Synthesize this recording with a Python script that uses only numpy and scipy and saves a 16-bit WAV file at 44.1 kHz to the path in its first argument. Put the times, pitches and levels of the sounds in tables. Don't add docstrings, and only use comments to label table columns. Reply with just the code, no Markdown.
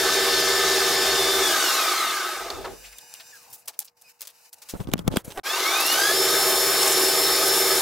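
import sys
import numpy as np
from scipy import signal
from scipy.fft import rfft, irfft
from scipy.io import wavfile
from scipy.ndimage import uniform_filter1d

SR = 44100
rng = np.random.default_rng(int(sys.argv[2]) if len(sys.argv) > 2 else 0)


def dump_mix(stems):
    frames = np.atleast_2d(stems).T
    limited = np.clip(frames, -1, 1)
    pcm = np.round(limited * 32767).astype(np.int16)
    wavfile.write(sys.argv[1], SR, pcm)


def rack_gain(trim_db):
    fader = np.asarray(trim_db, float)
    return 10 ** (fader / 20)


N = 344421
T = np.arange(N) / SR

TOOTH_HZ, SHAFT_HZ = 79.45, 18.5
SLOT_HZ, ROTOR_HZ = 1771, 59.03
REACH_S = 4.59


def unit(x):
    return x / np.sqrt(np.mean(x ** 2) + 1e-20)


def along(points, hz):
    f, v = np.transpose(points)
    return np.interp(np.log(hz + 1), np.log(f + 1), v)


def curves(rows):
    s, *cols = np.transpose(rows)
    return [np.interp(T, s, c) for c in cols]


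def during(t0, t1, fade):
    return np.clip(np.minimum(T - t0, t1 - T) / fade, 0, 1)


def wobble(rate, size=N):
    knots = rng.standard_normal(int(size * rate / SR) + 2)
    return np.interp(T[:size] * rate, np.arange(len(knots)), knots)


def resonances(modes, floor_db):
    lo, hi = modes[0][0] * 0.83, modes[-1][0] * 0.86

    def gain(f):
        floor = rack_gain(2 * floor_db) * f ** 12 / (f ** 12 + lo ** 12) / (1 + (f / hi) ** 6)
        peaks = sum(rack_gain(2 * db) / (1 + (2 * (f - c) / w) ** 2) ** 2 for c, w, db in modes)
        low_cut = f ** 4 / (f ** 4 + (0.26 * lo) ** 4)
        return low_cut * np.sqrt(floor + peaks)

    return gain


def shaped(points):
    return lambda hz: rack_gain(along(points, hz)) * np.clip(4 * hz / points[0][0], 0, 1) ** 2


def rush(gain, wide_db, patchy_db, size=N):
    hz, _, z = signal.stft(rng.standard_normal((2, size)), SR, nperseg=2048)
    field = uniform_filter1d(uniform_filter1d(rng.standard_normal(z.shape[1:]), 12, 0), 3, 1)
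    z = z * rack_gain(patchy_db * unit(field)) * gain(hz)[:, None]
    tied = (np.clip(hz / 4000, 0, 1) * 0.34)[:, None]
    side = np.sqrt(1 - tied ** 2) * z[1] + tied * np.exp(-1.2j) * z[0]
    z[1] = side * rack_gain(along(wide_db, hz))[:, None]
    mid, side = signal.istft(z, SR, nperseg=2048)[1][:, :size]
    return np.array([mid + side, mid - side]) / np.std(mid)


def tone(turns, db, unsteady_db, lead):
    phase = 2 * np.pi * (turns + rng.random())
    level = rack_gain(db + unsteady_db * wobble(34.96, len(turns)))
    return np.sqrt(2) * level * np.sin([phase + lead, phase - lead])


def add(out, s, sound, pan_db):
    at = round(s * SR)
    panned = sound * rack_gain([[pan_db / 2], [-pan_db / 2]])
    out[:, at:at + sound.shape[-1]] += panned[:, :N - at]


def gear_tones(run, turns):
    # (tooth multiple, shaft turns off it, first run level [dB], second run level [dB])
    mesh = [(1, -0.8, -54, -62), (2, -1.05, -63, -56.5), (2, 0.7, -58.5, -57), (3, -0.2, -53.5, -79),
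            (4, 0, -46, -47.5), (5, -1, -33, -33), (5, 0, -35, -35), (6, -1, -41, -39.5),
            (6, -0.14, -38.5, -48.5), (6, 0.36, -51, -39), (7, -0.9, -64.5, -45.5), (7, 0.1, -45, -50),
            (8, 0, -43, -41.5), (9, 0.7, -42.5, -60), (10, 0.2, -47.5, -59), (11, -3, -51, -61),
            (11, -0.2, -57, -44)]
    return sum(tone((k * TOOTH_HZ + off * SHAFT_HZ) * turns, db[run], 2.3, 0.017) for k, off, *db in mesh)


def motor_whine(run, turns, speed):
    # (frequency [Hz], level [dB])
    orders = [
        [(1523, -36), (1588, -38.5), (1712, -36.5), (1771, -29.5), (2374, -43.5), (2751, -41), (3128, -36.5), (3295, -46), (3418, -39.5), (3666, -33.5), (3908, -42), (4393, -35), (4689, -35), (5254, -37.5), (5313, -31), (5491, -43), (7084, -39)],
        [(1254, -41), (1523, -43), (1583, -39.5), (1701, -40), (1766, -38.5), (2126, -44), (2336, -44), (3117, -41), (3284, -52), (3408, -62), (3467, -50), (3531, -35.5), (3591, -47), (3957, -60), (4377, -34), (4775, -54), (5114, -43), (5173, -48), (5297, -25.5), (5356, -32), (5475, -44), (7063, -32), (7795, -48), (8823, -54)],
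    ]
    # (frequency [Hz], gain [dB])
    housing = [(800, 9), (1100, -7), (1250, -7), (1430, -0.5), (1640, 11), (1850, 3), (2150, 8),
               (2500, 5.5), (2850, 1), (3200, -7), (3650, 15), (4150, 2), (4650, -3), (6400, 5),
               (8300, -19)]
    full = speed[(0, -1)[run]]
    drift = np.cumsum(wobble(4.97, len(speed))) / SR * (.0003, .0007)[run]
    out = 0
    for hz, db in orders[run]:
        passed_db = along(housing, hz * speed / full) - along(housing, hz)
        lead = rng.normal(0.14, 0.05)
        out = out + tone(hz * (turns / full + drift), db - 4.0 + passed_db, 1.9, lead)
    return out


def slot_tones(run, turns, speed):
    harmonics = [
        [-34.5, -32, -35, -35.5, -41.5, -45, -47],
        [-33.5, -33, -35.5, -36, -40, -39.5, -40],
    ]
    # (frequency [Hz], gain [dB])
    frame = [
        [(1100, -4), (1400, 3), (1650, 4), (1900, -5), (2200, 0), (2550, -1), (2850, 2), (3150, -7), (3550, 5), (3900, 5), (4300, 3), (4750, 3.5), (5300, -2.5), (5800, 1), (6300, 0), (7000, -5), (8500, -6)],
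        [(700, -4), (1100, -2), (1400, -4.5), (1650, 8), (1900, -6), (2200, 6), (2550, 1.5), (2850, 5), (3150, -3), (3550, 5.5), (3900, 1.5), (4300, 0), (4750, .5), (5300, 3), (5800, 2.5), (6300, 3.5), (7000, -5), (8500, -10)],
    ]
    shiver = np.cumsum(wobble(60, len(speed))) / SR * 7.5
    out = 0
    for k in range(1, 8):
        db = harmonics[run][k - 1] + along(frame[run], k * SLOT_HZ * speed)
        out = out + tone(k * (SLOT_HZ * turns + shiver), db, 3.2, 0.18)
    return out * (1 + 0.6 * np.cos(2 * np.pi * ROTOR_HZ * turns))


def bed_ringing(span):
    # (frequency [Hz], level [dB])
    bed_modes = [(1218, -39.5), (1296, -39.5), (1203, -44)]
    size = np.count_nonzero(span)
    out = 0
    for hz, db in bed_modes:
        blur = np.cumsum(wobble(90, size)) / SR * 18
        out = out + tone(hz * T[span] + blur, db + 3 * wobble(10.85, size), 5.2, .03)
    return out * (0.54 * during(1.59, 2.51, 0.14) + .4 * during(-1, 2.51, 0.14))[span]


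def machine_noise(run, turns, speed, speed_db, span):
    # (first run level [dB], second run level [dB], law [dB per dB of speed], swell at half speed [dB])
    layers = [
        (-30, -28.5, 2, 5),
        (-26.5, -27.5, 1.27, 7),
        (-23.5, -24.5, 1.6, 4.5),
        (-31, -31, 1.79, 6),
    ]
    # (frequency [Hz], width [Hz], level [dB])
    gearbox, bed = [(361, 42, -15), (374.3, 48.6, -2), (475, 19, -7), (526, 24, -7), (659, 75, -5),
                    (803.5, 69, -4), (895, 31, -8)], [(1086, 23.6, -1.5), (1208, 99, -5), (1277, 59, -3), (1532, 46, -4),
                                     (1650, 65, -11.5), (2100, 32, -8), (2636, 30, -10)]
    # (frequency [Hz], level [dB])
    brushes, bass = [(1290, -13), (2200, -2), (2580, -8), (3040, -3), (3300, -4), (3610, 2.5), (4110, -1),
                     (5440, -0.5), (5820, -3.5), (7080, -3.5), (9500, -33), (12400, -52.5), (20900, -120)], [(15, -60), (25, -36.5), (65, -9), (107, -30), (145, -1.5), (199, -30),
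                                      (330, -9)]
    chips = [
        [(4410, -35), (7500, 0), (8570, 2), (10000, -1.5), (12600, -0.5), (14600, -5), (15700, -8)],
        [(4410, -22), (7500, 2.5), (9230, 2), (10700, 5.5), (14400, 0.5), (15700, -3)],
    ]
    # (frequency [Hz], side over mid [dB])
    wide = [(60, -28), (110, 4.5), (200, -2.5), (380, -26.5), (700, -13), (1290, -65), (2380, -10.5),
            (4400, -7.5), (8120, -6.5), (15000, -5.5)]
    size = len(speed)
    gear_db, bed_db, brush_db, chip_db = (
        db[run] + law * speed_db + swell_db * 4 * speed * (1 - speed) for *db, law, swell_db in layers)
    gear_db = gear_db + 26.5 * np.exp(-((speed - 0.037) / 0.25) ** 2)
    chip_db = chip_db + 5.5 * during(5.79, 9, 0.62)[span]
    teeth = np.cos(2 * np.pi * TOOTH_HZ * turns)
    shaft = np.cos(2 * np.pi * SHAFT_HZ * turns)
    knocks = (1 + .5 * teeth) * (1 + 0.051 * shaft)
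    noise = rack_gain(gear_db - 3.5) * knocks * rush(resonances(gearbox, -19.5), wide, 1.0, size)
    noise += rack_gain(bed_db - 3.5) * (1 + 0.023 * teeth) * rush(resonances(bed, -14.0), wide, 1.94, size)
    noise += rack_gain(brush_db - 2.5) * rush(shaped(brushes), wide, 2.3, size)
    chip_level = rack_gain(chip_db + 0.85 * wobble(59.0, size))
    noise += chip_level * rush(shaped(chips[run]), wide, 1.24, size) * rack_gain([[.2], [-.2]])
    rumble = rush(lambda hz: rack_gain(along(bass, hz)) * (hz < 300), wide, 1.5, size)
    return noise + rack_gain((-52, -54)[run]) * speed ** 8 * rumble


def lathe():
    # (time [s], share of full speed)
    drive = [
        (0, 1.0),
        (1.42, 1.0),
        (1.54, .915),
        (1.66, .814),
        (2.81, .0),
        (5.43, .0),
        (5.432, .427),
        (6.144, .997),
        (7.81, .997),
    ]
    # (start [s], end [s], fade [s])
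    runs = [
        (-1, 3.0, .02),
        (5.432, 9, .035),
    ]
    # (start [s], end [s])
    ramps = [
        (1.4, 2.6),
        (5.4, 6.15),
    ]
    out = np.zeros((2, N))
    for run, (t0, t1, fade) in enumerate(runs):
        span = (T > t0) & (T < t1)
        speed = curves(drive)[0][span]
        turns = np.cumsum(speed) / SR
        speed_db = 20 * np.log10(speed + 0.024)
        ramp = during(*ramps[run], 0.036)[span]
        load = ramp * rack_gain((1.6, 1.1)[run] * speed_db)
        sound = machine_noise(run, turns, speed, speed_db, span)
        sound += gear_tones(run, turns) * speed ** 10
        whine_level = speed ** 1.5 * (1 - 0.85 * ramp) * (1 - .35 * during(1.09, 2.6, .1)[span])
        sound += motor_whine(run, turns, speed) * whine_level
        sound += slot_tones(run, turns, speed) * load
        eased = (0.36 * during(-1, 1.42, .05) + 0.7 * during(1.11, 1.46, 0.076))[span]
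        sound += tone(2 * SLOT_HZ * turns, -29.5, 1.2, .15) * eased
        sound += bed_ringing(span)
        out[:, span] = sound * during(t0, t1, fade)[span]
    return out


def scrape(db, hz, knock_db, length, click, ring, bright, sharp=5, low_hz=2300, order=1):
    t = np.arange(int(.14 * SR)) / SR
    length = np.clip(length, .002, .06)
    shape = (1 - np.exp(-t / (0.16 * length))) * np.exp(-t / (13.0 * length)) / (1 + (t / length) ** 4)
    grit = rack_gain(5 * np.repeat(rng.standard_normal(len(t) // 40 + 1), 40)[:len(t)])
    white = rng.standard_normal((2, len(t))) * 0.54 + rng.standard_normal(len(t))
    b, a = signal.butter(order, [low_hz, np.clip(bright, 3200, 20000)], "bandpass", fs=SR)
    hiss = unit(signal.lfilter(b, a, white)) * 0.54
    snap = hiss * rack_gain(-60 * abs(t - .002) / .0013)
    b, a = signal.iirpeak(hz, sharp, fs=SR)
    ringing = ring * unit(signal.lfilter(b, a, white))
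    b, a = signal.butter(2, [450, 1500], "bandpass", fs=SR)
    dull = unit(signal.lfilter(b, a, rng.standard_normal(len(t))))
    knock_decay = rack_gain(knock_db - 60 * t / (0.0072 + 5.8 * length))
    knock = dull * knock_decay * (1 - np.exp(-t / (0.27 * length)))
    return rack_gain(db) * (click * snap / abs(snap).max() + (hiss * grit * 0.44 + ringing) * shape + knock)


def tool_contacts():
    # (time [s], level [dB], knock [dB], length [s])
    leaves = [
        (2.501, -32, 6, 0.0065),
        (2.643, -45.5, 21, 0.021),
    ]
    # (time [s], level [dB], pitch [Hz], gap [s])
    bites = [
        (5.8, -27, 11200, .061),
        (6.825, -27, 7700, .047),
    ]
    drill_hz = 4220
    out = np.zeros((2, N))
    for s, db, knock_db, length in leaves:
        add(out, s, scrape(db, drill_hz, knock_db, length, click=0, ring=1.5, bright=10000), 0)
    for s, db, hz, gap in bites:
        for k in range(3):
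            add(out, s + k * gap, scrape(db, hz, -16, 0.014, click=0, ring=1.86, bright=6700), 0)
    return out


def hand_contacts():
    # (time [s], level [dB], knock [dB], length [s])
    touches = [(2.983, -31, -38, 0.0074), (3.138, -30.5, -18, 0.006), (3.203, -39, -25, 0.012),
               (3.354, -50, -18, 0.0044), (3.495, -38, -37, .03), (3.656, -42, -35, 0.012),
               (3.424, -42, -38, .012), (3.527, -26.5, -27, 0.027), (3.675, -28, -20, 0.012),
               (3.677, -21, -17, 0.018), (3.681, -28.5, -40, .005), (3.693, -39, -6, 0.0096),
               (3.732, -41, -13, 0.021), (3.79, -15.5, -33, 0.0065), (3.801, -24, -43, 0.0086),
               (3.813, -30, -18.5, 0.016), (3.844, -35, -34, 0.019), (4.012, -41, -31, 0.012),
               (4.02, -41.5, -31, 0.0068), (4.206, -32, -27, 0.01), (4.207, -28, -18, 0.0081),
               (4.216, -27, -22, 0.0055), (4.218, -28.5, -16.5, 0.018), (4.251, -32, -18, 0.012),
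               (4.271, -27, -20, 0.011), (4.284, -37, -14, 0.023), (4.301, -41, -35, .009),
               (4.492, -46, -37, 0.0086), (4.528, -29, -21, 0.013), (4.617, -31, -17.5, 0.02),
               (4.686, -22.5, -18.5, 0.028)]
    # (time [s], level [dB], pitch [Hz], length [s])
    dabs = [(2.827, -48, 2500, 0.072), (2.85, -50, 4100, .03), (2.923, -49, 2000, 0.024),
            (2.647, -37, 1600, .016), (2.669, -43, 450, .06), (2.984, -44, 3600, 0.0092),
            (3.146, -45, 2800, .012), (3.196, -40.5, 4080, 0.019), (3.199, -45, 1800, .015),
            (3.35, -51, 5500, .008), (3.577, -51, 11000, 0.034), (3.875, -47, 4600, 0.012),
            (4.582, -51, 8000, .008), (5.244, -41, 10500, .014)]
    # (time [s], length [s], start pitch [Hz], end pitch [Hz], level [dB])
    squeaks = [
        (3.49, .06, 150, 130, -68),
        (3.69, .025, 900, 860, -52),
        (3.2, .03, 700, 690, -60),
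        (4.04, .055, 2500, 2500, -58),
        (4.05, .05, 5000, 5000, -60),
        (3.8, .035, 820, 800, -55),
        (3.323, .056, 1730, 1540, -52),
        (5.159, .011, 4700, 5000, -36),
        (5.171, .015, 3400, 3200, -39),
        (4.988, .01, 3400, 3300, -45),
    ]
    out = np.zeros((2, N))
    for s, db, knock_db, length in touches:
        hz = np.clip(630 * 2 ** (-knock_db / 5.5), 2000, 13000)
        snap = (.021 / length) ** 1.5
        add(out, s, scrape(db - 5.5, hz, knock_db, length, click=snap, ring=0.27, bright=23500,
                           sharp=1.2, low_hz=hz * 0.41, order=2), 1.5)
    for s, db, hz, length in dabs:
        add(out, s, scrape(db, hz, -30.0, length, click=0, ring=0.63, bright=hz * 1.2,
                           sharp=4.3, low_hz=hz * 0.53, order=2), .5)
    for s, length, from_hz, to_hz, db in squeaks:
        size = round(length * SR)
        glide = np.linspace(from_hz, to_hz, size) / SR
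        turns = np.cumsum(glide + .0015 * wobble(900, size))
        add(out, s, tone(turns, db, 2.5, .2) * during(0, length, .2 * length)[:size], 0)
    return out


def camera_bumps():
    # (time [s], crack [dB], thump [dB], thump pitch [Hz], length [s])
    bumps = [(4.736, -50, -22.5, 293, 0.015), (4.801, -45, -30, 420, 0.015), (4.827, -52, -50, 200, .003),
             (4.837, -52, -50, 200, .002), (4.844, -52, -50, 200, .003), (4.871, -44, -27, 180, 0.004),
             (4.887, -48, -25, 190, 0.004), (4.898, -50, -40, 200, .003), (4.915, -41, -42, 300, 0.006),
             (4.929, -42, -45, 300, .006), (4.969, -51, -45, 200, .004), (4.9349, -20.5, -37, 400, 0.0018),
             (4.936, -11.5, -12.5, 194, 0.0018), (4.954, -64, -24, 190, .0045),
             (4.978, -40, -43, 150, 0.0079), (4.99, -33.5, -23, 218, 0.0061), (5.064, -55, -28, 200, .0045),
             (5.077, -17.5, -10.5, 151, 0.0038), (5.115, -40, -38, 230, 0.038),
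             (5.138, -50, -20, 302, .006), (5.158, -29.5, -38, 300, 0.021), (5.16, -37, -15.5, 453, 0.0069),
             (5.169, -12, -12.5, 210, 0.002), (5.181, -45, -36, 300, .004), (5.246, -60, -43, 90, 0.0071),
             (5.277, -58, -28, 162, .02), (5.303, -39.5, -38, 420, 0.023), (5.32, -36, -45, 400, .003),
             (5.374, -33.5, -32, 389, 0.0044), (5.383, -41, -34, 422, 0.0056)]
    out = np.zeros((2, N))
    t = np.arange(int(.12 * SR)) / SR
    for s, crack_db, thump_db, hz, length in bumps:
        pan_db = 12 + 0.12 * (thump_db + 8)
        port_hz = np.clip(hz, 90, 500) * np.array([[.95], [1.15]])
        swing = np.sin(2 * np.pi * port_hz * t + rng.random((2, 1)) * 2.1)
        thump = swing * np.exp(-t * port_hz / 0.63) * (1 - np.exp(-t * port_hz / 0.088))
        add(out, s + 0.00216, rack_gain(thump_db + 6.5) * thump, pan_db - 7.0)
        bright = 20000 * rack_gain(0.39 * (crack_db + 17))
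        add(out, s, scrape(crack_db, 3250, -6.5, length, click=2.4, ring=0.38, bright=bright), pan_db - 13.0)
    return out


def camera_rubbing():
    # (time [s], length [s], level [dB], left over right [dB])
    squeezes = [(4.728, 0.047, -30.5, -5), (4.791, 0.037, -30, 3), (4.842, 0.029, -41, 9),
                (4.867, 0.04, -32, 2), (4.902, 0.045, -34.5, 4), (4.952, 0.038, -42, 2),
                (4.97, 0.068, -39.5, 5), (5.03, 0.059, -42, 4), (5.07, 0.022, -25.5, 13),
                (5.097, 0.056, -29, 1), (5.146, 0.046, -31, 1), (5.268, 0.026, -54, -2),
                (5.303, 0.038, -51, 3)]
    # (time [s], length [s], level [dB])
    strokes = [
        (4.692, 0.17, -50.5),
        (4.968, 0.069, -61),
        (5.11, 0.056, -53),
        (5.147, 0.077, -45.5),
        (5.238, 0.166, -44.5),
    ]
    # (frequency [Hz], level [dB per Hz])
    shell, skin = [(25, -3), (60, 1.5), (180, 1.5), (400, -7), (1200, -19), (3000, -38.5)], [(200, -5), (500, 4.5), (1500, -11.5), (4000, -15.5), (9000, -11),
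                                 (15700, -16)]
    grip = rack_gain(-58)
    for s, length, db, lean_db in squeezes:
        ports = rack_gain(db + np.array([[lean_db], [-lean_db]]) / 2)
        grip = grip + ports * during(s, s + length, 0.36 * length)
    slide = rack_gain(-86.0) + sum(rack_gain(db) * during(s, s + length, 0.018) for s, length, db in strokes)
    lumps = rack_gain(2.5 * np.array([wobble(45), wobble(45)]))
    out = grip * unit(lumps * rush(shaped(shell), [(100, -.6)], 1.5))
    out += slide * rack_gain(4 * wobble(80)) * rush(shaped(skin), [(1000, -26)], 2.2)
    return out * during(4.722, 5.428, 0.015)


def mount_creaks():
    # (time [s], slips, rate [slips a second], level [dB])
    creaks = [
        (5.362, 4, 330, -34),
        (5.374, 5, 385, -23),
        (5.3915, 3, 370, -21),
    ]
    # (frequency [Hz], level [dB], time to fall 60 dB [s])
    plastic = [(766, -2, 0.004), (1470, -5, 0.0026), (3680, -18.5, 0.0057)]
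    out, t = np.zeros((2, N)), T[:SR // 50]
    for s, slips, rate, db in creaks:
        for k in range(slips):
            ring = 0
            for hz, level, t60 in plastic:
                decay = rack_gain(level + rng.normal(0, 3.8) - 60 * t / t60)
                ring = ring + decay * np.sin(-2 * np.pi * hz * t)
            add(out, s + k / rate, rack_gain(db + 7.0) * ring * (1 - np.exp(-t / 0.00023)), -1.5)
    return out


def feed_motor():
    # (time [s], base pitch [Hz], level [dB])
    rundown = [
        (2.55, 1480.5, -90),
        (2.72, 1480.5, -61),
        (3.31, 1480.5, -61),
        (3.36, 1270, -67),
        (3.432, 1020, -70),
        (3.56, 850, -82),
    ]
    # (multiple of the base pitch, level [dB])
    multiples = [(1.06, -6), (1.148, -8), (1.682, -8), (1.972, -6), (2.5, -7), (3.215, -10), (3.397, -6),
                 (3.755, -11), (4, 1), (5, 1), (6, -10), (7, -3), (7.485, -10)]
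    hz, db = curves(rundown)
    span = (T > rundown[0][0]) & (T < rundown[-1][0])
    turns = np.cumsum(hz[span]) / SR
    out = np.zeros((2, N))
    out[:, span] = sum(tone(k * turns, db[span] + level, 2.8, 0.13) for k, level in multiples)
    return out


def bed_shudder():
    # (frequency [Hz], level [dB per Hz])
    shudder = [(30, -14), (50, 5), (90, -7), (160, -8.5), (300, -13), (500, -3), (900, -30)]
    level = rack_gain(-46.5 + 3.2 * wobble(24.83)) * during(2.335, 2.915, 0.31)
    return level * rush(shaped(shudder), [(100, 2.9)], 2.6)


def background_dips():
    # (start [s], end [s], change [dB])
    still = [
        (3.657, 3.676, -13),
        (3.898, 3.972, -16),
        (4.122, 4.196, -10.5),
        (4.495, 4.526, -17),
    ]
    return sum(db * during(t0, t1, 0.0074) for t0, t1, db in still)


def gloves(dip_db):
    # (time [s], glove motion [dB])
    motion = [
        (2.85, -51.5),
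        (3.18, -51.5),
        (3.5, -55.5),
        (3.7, -65.5),
        (4.0, -63.5),
        (4.09, -55.5),
        (4.33, -61.5),
        (4.44, -55),
        (4.56, -63),
    ]
    # (frequency [Hz], level [dB])
    cloth = [(880, -36), (1500, -6), (2050, -12.5), (2520, -3.5), (2950, -6.5), (3270, -24), (3650, -11),
             (4290, -8.5), (4970, -4), (6300, -7), (7890, -8), (10700, -10.5), (13400, -10)]
    glove_db = curves(motion)[0] + 12 * during(REACH_S, 9, 0.14)
    level = rack_gain(glove_db + dip_db + 2.4 * wobble(70))
    return level * rush(shaped(cloth), [(3000, -4)], 1.5) * during(0.7, 4.74, 0.011)


def room_and_hum(dip_db):
    # (frequency [Hz], level [dB])
    murmur = [(35, -44), (60, -10), (395, -11), (473, -8.5), (534, -6), (877, 0.5), (1490, -11.5),
              (2200, -15), (2860, -43), (4840, -120)]
    # (frequency [Hz], start [s], end [s], level [dB])
    hums = [
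        (479.1, 2.6, 4.74, -77),
        (893.6, 2.6, 4.74, -80),
        (48.5, 2.35, 3.0, -63.5),
    ]
    lift_db = 6 * np.maximum(during(0, 3.65, 0.11), during(REACH_S, 9, 0.06))
    level = rack_gain(-68.5 + lift_db + .3 * dip_db + 2.2 * wobble(60))
    room = level * rush(shaped(murmur), [(800, -5)], 2.4) * during(0.7, 4.74, 0.011)
    hum = sum(tone(hz * T, db, 0.55, 0.077) * during(t0, t1, 0.1) for hz, t0, t1, db in hums)
    return room + hum * rack_gain(lift_db)


def scene():
    dip_db = background_dips()
    machine = lathe() + tool_contacts()
    hands = hand_contacts() + camera_bumps() + camera_rubbing() + mount_creaks()
    quiet = feed_motor() + bed_shudder() + gloves(dip_db) + room_and_hum(dip_db)
    return machine + hands + quiet


def top_cut(x):
    return signal.sosfilt(signal.butter(12, 16860, fs=SR, output="sos"), x)


def record(dry):
    hz = np.fft.rfftfreq(N, 1 / SR)
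    # (frequency [Hz], gain [dB])
    top_fall = [(15750, 0), (15950, -22), (16700, -26), (16900, -90)]
    wet = irfft(rfft(dry) * rack_gain(along(top_fall, hz)), N)
    return top_cut(wet)


dry = scene()
out = record(dry)
dump_mix(out)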